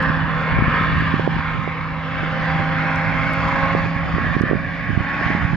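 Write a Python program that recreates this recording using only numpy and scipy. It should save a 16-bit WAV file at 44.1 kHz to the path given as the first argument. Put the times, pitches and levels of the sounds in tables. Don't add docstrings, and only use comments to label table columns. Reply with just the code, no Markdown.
import sys
import numpy as np
from scipy import signal
from scipy.fft import rfft, irfft
from scipy.io import wavfile
from scipy.ndimage import uniform_filter1d, minimum_filter1d

SR = 44100
rng = np.random.default_rng(int(sys.argv[2]) if len(sys.argv) > 2 else 0)


def to_wav(s):
    ch = np.atleast_2d(s).T
    pcm = np.round(np.clip(ch, -1, 1) * 32767)
    wavfile.write(sys.argv[1], SR, pcm.astype(np.int16))


N = 245195
FRAME, HOP = 1024, 256
TIME = np.arange(N) / SR
FRAMES = np.arange(N // HOP + 5) * HOP / SR
BINS = np.fft.rfftfreq(FRAME, 1 / SR)

# time in seconds, level in dB before a common trim,
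# low body and treble in dB against that level (each used relative to its own mean).
RUSH_LEVELS = [(0.05, -20, -13.5, -14.5), (0.25, -25.5, -8, -12.5), (0.42, -23.5, -13.5, -12.5),
               (0.62, -21.5, -14, -16), (0.77, -17, -24, -15), (0.88, -19, -22.5, -14.5),
               (1.04, -22, -17, -13), (1.3, -29.5, -7, -7), (1.5, -25.5, -11.5, -13.5),
               (1.63, -29.5, -12, -10.5), (1.95, -32.5, -9.5, -10), (2.18, -26, -10, -11),
               (2.55, -25, -5, -10), (2.9, -23, -10.5, -14.5), (3.15, -25.5, -5, -11),
               (3.42, -24, -6.5, -10), (3.7, -23.5, -4, -11.5), (3.87, -27, -5.5, -9.5),
               (4.0, -27.5, -8.5, -14.5), (4.11, -28, -7, -10.5), (4.23, -21, -13.5, -18.5),
               (4.39, -26, -8.5, -12.5), (4.48, -22.5, -12.5, -20.5), (4.57, -27, -10, -19),
               (4.76, -28, -9.5, -15), (4.86, -25.5, -14, -19.5), (4.96, -27.5, -5.5, -15.5),
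               (5.15, -23, -15, -16.5), (5.28, -22, -14.5, -14.5), (5.42, -22.5, -12.5, -18),
               (5.56, -32.5, -4.5, -9)]
# time in seconds,
# nominal peak in dB, pitch in Hz, left minus right in dB.
POP_EVENTS = [(.088, -10, 109, -31), (0.102, -6, 150, -26.5), (0.321, -13.5, 101, -27),
              (.525, -8.5, 140, -25), (0.542, -12, 110, -28), (0.576, -8.5, 90.5, 29),
              (0.589, -4.5, 222, 30), (0.594, -14, 160, 29), (.608, -20, 130, 28), (0.624, 1.5, 160, 30),
              (0.633, -16.5, 105, 28), (0.682, -3.5, 172, 32), (0.813, -7.5, 171, 31), (.879, -13, 90, -26),
              (0.891, -12, 90, -24), (0.931, -6.5, 80, 23), (.968, -8, 140, -26), (.982, -7, 130, -23.5),
              (1.006, -14, 150, -24), (1.024, -6, 190, 30), (1.142, 0.5, 188, -30), (1.197, -2, 362, -34),
              (1.277, 6.5, 430, -30), (1.367, -7, 160, 20), (1.391, -8, 129, -24), (1.677, -7, 475, -24),
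              (1.926, -17, 90, 23), (2.234, -9, 300, -34), (2.56, -11, 124, 29), (2.593, -14, 130, -28),
              (2.603, -8.5, 190, -29), (3.636, -9.5, 105, -27), (3.751, 3, 454, -26),
              (3.768, -13, 129, -27), (3.861, -8.5, 238, -27), (3.965, -6.5, 134, -23),
              (4.06, -16, 130, 22), (4.142, -6.5, 127.4, 15), (4.166, -10.5, 190, -26.5),
              (4.184, -5, 370, -28.5), (4.246, -7, 140, -34), (4.268, -10, 130, 18), (4.353, -10, 132, -27),
              (4.367, 3, 208, -19), (4.411, 7, 210, -30), (4.438, 6, 206, -38), (4.513, 2, 350, -40),
              (4.526, -9, 340, -32.5), (4.533, 3, 364, -39), (4.539, -12, 200, -28), (4.551, -9, 218, -24),
              (4.556, -6, 170, -26), (4.572, -11, 129, -25), (4.895, -11, 160, -28),
              (4.904, -5.5, 169, -38), (4.933, -8.5, 130, -29), (4.977, 3, 142, -45),
              (5.008, -5.5, 160, -32), (5.215, -9.5, 280, -43), (5.265, -7, 135, -39),
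              (5.304, -4.5, 200, -29), (5.351, -4, 185, -27), (5.435, -9, 109, -25), (5.452, -3.5, 91, -27),
              (5.461, -17, 110, -25), (5.534, -5, 160, -33), (5.541, -10, 130, -28)]


def propeller(blade_turns):
    # time in seconds, level of the blade tone in dB before the trims below.
    blade_levels = [(0, -25), (0.2, -23), (0.65, -26.5), (0.85, -24), (1.2, -24.5), (1.75, -30), (2.1, -29),
                    (2.55, -23), (3.55, -28), (3.9, -24.5), (4.3, -31.5), (5.2, -31.5), (5.56, -25.5)]
    level_db, = curves(blade_levels, TIME)
    hum = tone(blade_turns, level_db - 0.5, flutter_db=0.4, wobble=0.054, rate_hz=8.9)
    octave = tone(2 * blade_turns, level_db - 25.0, flutter_db=4.5, wobble=0.62, rate_hz=5.5)
    return (hum + octave) * pan(balance_db=-2.5)[:, None]


def engine(turns):
    # time in seconds, level in dB.
    drone_levels = [(0, -36), (.45, -36.5), (.85, -38), (1.15, -33), (1.7, -42.5), (2.05, -37.5),
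                    (2.45, -36), (2.8, -35.5), (3.05, -32), (3.4, -37), (3.7, -33.5), (4.05, -40),
                    (4.4, -39), (4.8, -41.5), (5.3, -35), (5.56, -36)]
    # time in seconds,
    # levels of the second, third and fourth harmonics in dB.
    whine_levels = [(0, -31, -41, -31), (0.3, -51.5, -43, -38.5), (0.6, -55, -38, -32),
                    (0.85, -58.5, -50.5, -29), (1.25, -41, -38, -43), (1.5, -61, -45, -36.5),
                    (2.05, -45.5, -44, -50), (2.62, -36.5, -30, -43.5), (2.95, -39, -33, -40),
                    (3.2, -39.5, -35.5, -37.5), (3.45, -39.5, -34.5, -32), (3.65, -30, -33.5, -28.5),
                    (3.87, -37, -42.5, -38), (4.2, -50.5, -45.5, -34), (4.55, -42, -55, -40.5),
                    (4.9, -48, -54.5, -41), (5.25, -52.5, -38, -28.5), (5.56, -49, -39.5, -42)]
    # multiple of the firing rate,
    # level in dB against the rush table.
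    upper_harmonics = [(5, -22.5), (6, -16.5), (7, -15), (8, -22), (9, -31.5), (10, -29), (13, -34.5),
                       (15, -52.5), (17, -42.5)]
    drone = tone(turns, curves(drone_levels, TIME)[0], flutter_db=1.2, wobble=0.46, rate_hz=6.9)
    whine = sum(tone(k * turns, level_db, flutter_db=1.94, wobble=0.36, rate_hz=8.3)
                for k, level_db in enumerate(curves(whine_levels, TIME), 2))
    rush_db = curves(RUSH_LEVELS, TIME)[0]
    overtones = sum(tone(k * turns, rush_db + level_db, flutter_db=1.5, wobble=1.4, rate_hz=14)
                    for k, level_db in upper_harmonics)
    return (drone + whine + overtones) * pan(balance_db=-3.0)[:, None]


def air_rush(blade_turns, focus_db=0.98, patch_db=1.8, flicker_db=0.5, chop=0.086, lag_ms=0.035):
    # frequency in Hz, relative level per Hz in dB.
    rush_colour = [(40, -1.5), (130, -2.5), (240, 5.5), (340, -12), (430, -13.5), (510, -4.5), (700, -2),
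                   (940, 2.5), (1080, 1), (1750, -1), (2300, -3.5), (2850, -17), (3500, -18), (6500, -39.5),
                   (8000, -70)]
    # frequency in Hz, left gain and right gain in dB.
    port_colours = [(100, -0.5, 3), (650, -3.5, -2.5), (1750, 1, 4), (1890, -1.7, 2.5), (2240, 3, 2),
                    (2160, -1, 2.5), (3020, 7.5, -4.5), (3200, 1, 0), (3450, 3, 3.5), (3570, -1, -0.5),
                    (4380, -5, 3), (4050, 0.5, 6), (4860, 0, 2.5), (5160, -5, 6.5), (6160, -1, -3),
                    (7050, 13, -10.5), (8200, -8, -7)]
    # frequency in Hz, left-right likeness from 0 to 1.
    likeness = [(60, 0.06), (130, 0.18), (290, 1), (640, 0.86), (1410, 0.77), (2200, 0.41), (3100, 0.61),
                (6820, 0.81), (15000, 0.13)]
    field_db = rush_bands_db() + hollow_db()
    field_db = field_db + focus_db * patches(frame_count=70, bin_count=7)
    field_db = field_db + patch_db * patches(frame_count=22, bin_count=8)

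    common, other = noise_frames()
    shared = np.clip(spectrum(likeness), 0, 1) ** 0.5
    lag = np.exp(-2j * np.pi * BINS * lag_ms / 1000)
    right = (shared * common + np.sqrt(1 - shared ** 2) * other) * lag

    colour_db = spectrum(rush_colour) + spectrum(port_colours)[:, None] + field_db
    rush = unit(to_sound(np.array([common, right]) * ice_comb() * amp(colour_db)))
    pulsing = 1 + chop * np.cos(2 * np.pi * blade_turns)
    level_db = curves(RUSH_LEVELS, TIME)[0] + 1
    return rush * pulsing * amp(level_db + flicker_db * drift(rate_hz=100))


def rush_bands_db():
    # time in seconds, gains near 1.3, 1.6 and 2.2 kHz in dB.
    band_gains = [(0, -5, 5, -15.5), (.45, 2, 1.5, -2.5), (.85, 2.5, -0.5, -6), (1.25, -2.5, -0.5, -9.5),
                  (1.6, 8, -1.5, 3), (2.4, 1, 0.5, -3), (3.05, 3, -1, 4.5), (3.5, 1.5, 2, 2.5),
                  (3.75, -0.5, 1.5, 3.5), (4.2, -7.5, 0.5, -4), (4.75, -17, 1.5, 1.5), (5.4, -4.5, 3, 1.5),
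                  (5.56, -2, 4.5, -4.5)]
    # time in seconds, gain in dB.
    roar_gains = [(0, 10.5), (.35, 6.5), (.65, 10.5), (.93, 0), (1.5, 4.5), (2, 6.5), (2.9, -1), (3.7, 3.5),
                  (4.05, 1), (4.7, 1.5), (5.15, -4), (5.35, 1.5), (5.56, 6)]
    treble_hz, brighten_db_per_s = 2380, 1.55
    _, body_db, treble_db = (c[:, None] - c.mean() for c in curves(RUSH_LEVELS, FRAMES))
    middle_db, bright_db, upper_db = (c[:, None] for c in curves(band_gains, FRAMES))
    roar_db = curves(roar_gains, FRAMES)[0][:, None]
    treble_shelf = 1 / (1 + (treble_hz / (BINS + 1)) ** 8)
    top_db = brighten_db_per_s * (FRAMES[:, None] - FRAMES.mean())
    return (roar_db * bell(hz=493, width=0.11)
            + body_db * bell(hz=736, width=0.34)
            + middle_db * bell(hz=1312, width=0.08)
            + bright_db * bell(hz=1620, width=0.14)
            + upper_db * bell(hz=2157, width=0.089)
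            + treble_db * treble_shelf
            + top_db * bell(hz=5900, width=0.31))


def hollow_db(width=0.16):
    # time in seconds, centre in Hz, gain in dB (negative for a dip).
    hollow_path = [(0, 653, -2.5), (.45, 882, 0), (.9, 797, 1), (1.4, 715, -4.5), (1.85, 713, -3),
                   (2.2, 962, -9.5), (2.5, 896, -1.5), (3.2, 904, -1.5), (3.65, 970, -3.5),
                   (4.2, 924, -3.5), (4.62, 947, -9), (4.9, 970, -6), (5.25, 1227, -4.5), (5.56, 1266, 0.5)]
    hz, gain_db = (c[:, None] for c in curves(hollow_path, FRAMES))
    return gain_db * bell(hz, width)


def ice_comb(rough_hz=2640):
    # time in seconds, strength at low frequency from 0 to 1, delay in ms.
    reflection = [(0, 0, 1.7), (.85, 0.61, 1.755), (1.3, 0.2, 1.8), (2.4, 0.32, 1.88), (3.6, 0.19, 1.846),
                  (4.1, 0.4, 1.6), (4.7, 0.5, 1.684), (5.3, 0.25, 1.6), (5.56, 0.1, 1.8)]
    strength, delay_ms = (c[:, None] for c in curves(reflection, FRAMES))
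    strength = strength / (1 + (BINS / rough_hz) ** 4)
    delayed = strength * np.exp(-2j * np.pi * BINS * delay_ms / 1000)
    return abs(1 + delayed) / np.sqrt(1 + strength ** 2)


def patches(frame_count, bin_count):
    field = rng.standard_normal((len(FRAMES), len(BINS)))
    field = uniform_filter1d(field, frame_count, axis=0)
    return unit(uniform_filter1d(field, bin_count, axis=1))


def pops(strength):
    rate_per_s, peak_db = 6.7, 4
    typical_hz, spread_octaves = 183, 0.67
    out = np.zeros((2, N))
    for s, db, hz, balance_db in POP_EVENTS:
        near, shape = eddy(s, hz)
        out[:, near] += pan(balance_db)[:, None] / np.sqrt(2) * amp(db) * shape
    chance = rate_per_s / SR * strength / strength.max()
    for port, at in np.argwhere(rng.random((2, N)) < chance):
        hz = typical_hz * 2 ** (spread_octaves * rng.standard_normal())
        near, shape = eddy(at / SR, hz)
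        out[port, near] += amp(peak_db) * strength[port, at] * shape
    return out


def eddy(s, hz, sharpness=2.54, steepness=2.91, top_hz=1200):
    even_hz, lean_per_octave = 200, -0.84
    near = np.flatnonzero(abs(TIME - s) < 0.03)
    smooth = signal.butter(4, top_hz, fs=SR, output="sos")
    pulse = (1 - 1j * sharpness * hz * (TIME[near] - s)) ** -steepness
    pulse = signal.sosfiltfilt(smooth, pulse)
    lean = np.clip(lean_per_octave * np.log2(hz / even_hz), -1, 1)
    shape = (np.exp(1j * lean) * pulse).real * np.hanning(len(near))
    return near, shape / abs(pulse).max()


def wakes(level_db=-25, rise_s=0.0072, decay_s=0.024):
    power, t = np.zeros((2, N)), TIME[:SR // 2]
    swell = np.tanh(t / rise_s) ** 2 * np.exp(-t / decay_s)
    for s, db, _, balance_db in POP_EVENTS:
        after = power[:, round(s * SR):][:, :len(t)]
        flutter = pan(balance_db)[:, None] * amp(db + level_db) * swell[:after.shape[1]]
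        after += flutter ** 2 / 2
    return unit(to_sound(noise_frames() * bell(hz=150, width=0.85))) * np.sqrt(power)


def wind(strength, lump_db=1):
    # frequency in Hz, relative level per Hz in dB.
    wind_colour = [(10, -55), (25, -29), (40, -9), (55, -7.5), (100, 13), (150, 0), (220, -1.5), (320, -12),
                   (450, -24), (800, -38), (2000, -84.5)]
    rumble = unit(to_sound(noise_frames() * amp(spectrum(wind_colour))))
    lumps = np.array([drift(rate_hz=80), drift(rate_hz=29)])
    return rumble * strength * amp(lump_db * lumps)


def wind_strength(breeze_db=-32.5, breeze_balance_db=-6):
    # centre in seconds, half length in seconds (power at 1/e),
    # rumble level in dB, left minus right in dB.
    gusts = [(.09, 0.019, -25, -17.5), (.29, 0.17, -26.5, -5), (0.578, 0.055, -22, -1),
             (.68, 0.034, -30, 8), (.8, 0.045, -32, 11), (0.938, 0.069, -24.5, 1), (1.113, 0.17, -27, 0.5),
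             (1.347, 0.04, -29, -12), (1.585, 0.037, -21.5, -12), (2.2, 0.063, -31, 3),
             (2.546, 0.27, -29.5, -5.5), (3.215, 0.15, -26.5, -13), (3.457, 0.021, -24.5, 11),
             (3.593, 0.075, -27.5, -9), (3.793, 0.095, -24.5, -4.5), (4.073, 0.035, -25, 7),
             (4.17, 0.1, -25, -17), (4.3, 0.036, -24.5, -12), (4.483, 0.14, -27, -7),
             (4.635, 0.086, -30.5, -5), (4.95, 0.058, -26.5, -7.5), (5.284, 0.038, -27, -12),
             (5.478, 0.12, -24, -18)]
    power = (amp(breeze_db) * pan(breeze_balance_db)[:, None]) ** 2
    for s, length, db, balance_db in gusts:
        swell = np.exp(-((TIME - s) / length) ** 2)
        power = power + (amp(db) * pan(balance_db)[:, None]) ** 2 * swell
    return np.sqrt(power)


def snaps_and_bursts(centre_hz=6000, grain_db=5):
    # start in seconds, peak in dB, left minus right in dB, decay in ms.
    burst_events = [(.027, -32, 2, 0.36), (.985, -45, 2, 4), (1.005, -46, 0, 5), (1.199, -48, -18, 3),
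                    (1.276, -44, -19, 5), (2.455, -50, 5, 5), (2.959, -31, 23, 0.41),
                    (3.335, -29, 19, 0.27), (3.485, -42.5, -17.5, 3.8), (4.418, -23.5, 27.5, 0.4)]
    out, t = np.zeros((2, N)), np.arange(2048) / SR
    band = signal.butter(1, [centre_hz * 0.77, centre_hz * 1.08], "bandpass", fs=SR, output="sos")
    for s, db, balance_db, decay_ms in burst_events:
        noise, grains = rng.standard_normal((2, len(t)))
        grainy = noise * amp(grain_db * grains) * np.exp(-t * 1000 / decay_ms)
        burst = signal.sosfilt(band, grainy)
        burst = burst / abs(burst).max()
        out[:, round(s * SR):][:, :len(t)] += pan(balance_db)[:, None] * amp(db) * burst
    return out


def high_hiss(level_db=-79):
    # frequency in Hz, relative level per Hz in dB.
    hiss_colour = [(100, -28), (7500, -38.5), (9000, -31), (12300, -24), (13500, 11), (14200, -11.5),
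                   (15000, -21.5)]
    noise = unit(to_sound(noise_frames() * amp(spectrum(hiss_colour))))
    return noise * amp(level_db) * pan(balance_db=14.5)[:, None]


def tone(turns, level_db, flutter_db, wobble, rate_hz):
    phase = 2 * np.pi * (turns + rng.random()) + wobble * drift(rate_hz)
    return np.sqrt(2) * amp(level_db + flutter_db * drift(rate_hz)) * np.sin(phase)


def drift(rate_hz):
    hz = np.fft.rfftfreq(N, 1 / SR)
    slow = rfft(rng.standard_normal(N)) / (1 + (hz / rate_hz) ** 4)
    return unit(irfft(slow, N))


def noise_frames():
    shape = (2, len(FRAMES), len(BINS))
    return rng.standard_normal(shape) + 1j * rng.standard_normal(shape)


def to_sound(z):
    return signal.istft(np.swapaxes(z, -1, -2), nperseg=FRAME, noverlap=FRAME - HOP)[1][..., :N]


def bell(hz, width):
    return np.exp(-(np.log((BINS + 1) / hz) / width) ** 2)


def spectrum(table):
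    hz, *columns = np.transpose(table)
    return np.array([np.interp(np.log(BINS + 1), np.log(hz + 1), c) for c in columns])


def curves(table, t):
    s, *columns = np.transpose(table)
    return [np.interp(t, s, c) for c in columns]


def pan(balance_db):
    gains = amp(np.array([balance_db, -balance_db]) / 2)
    return gains / np.sqrt(np.mean(gains ** 2, axis=0))


def amp(db):
    return 10 ** (np.asarray(db) / 20)


def unit(x):
    return x / np.sqrt(np.mean(x ** 2) + 1e-20)


def scene():
    # time in seconds, firings per second in Hz.
    firing_rate = [(0, 263.7), (.8, 264.9), (1.3, 264.3), (2.6, 263.5), (2.9, 264.3), (3.2, 267),
                   (3.5, 270.7), (3.75, 272.7), (4.1, 274.2), (5.56, 276.3)]
    turns = np.cumsum(curves(firing_rate, TIME)[0]) / SR
    blade_turns = 0.6072 * turns
    strength = wind_strength()
    craft = propeller(blade_turns) + engine(turns) + air_rush(blade_turns)
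    gusty_air = pops(strength) + wakes() + wind(strength)
    return craft + gusty_air + snaps_and_bursts() + high_hiss()


def record(dry, ceiling_db=0.0, low_cut_hz=33, edge_hz=15600):
    low_cut = signal.butter(2, low_cut_hz, "highpass", fs=SR, output="sos")
    dry = signal.sosfiltfilt(low_cut, dry)
    allowed = np.minimum(1, amp(ceiling_db) / (abs(dry).max(axis=0) + 1e-9))
    held = minimum_filter1d(allowed, size=800, origin=150)
    gain = uniform_filter1d(held, size=450)
    ends = signal.windows.tukey(N, 0.001)
    band_limit = signal.firwin(511, edge_hz, window=("kaiser", 9), fs=SR)
    return signal.oaconvolve(dry * gain * ends, band_limit[None], "same")


dry = scene()
out = record(dry)
to_wav(out)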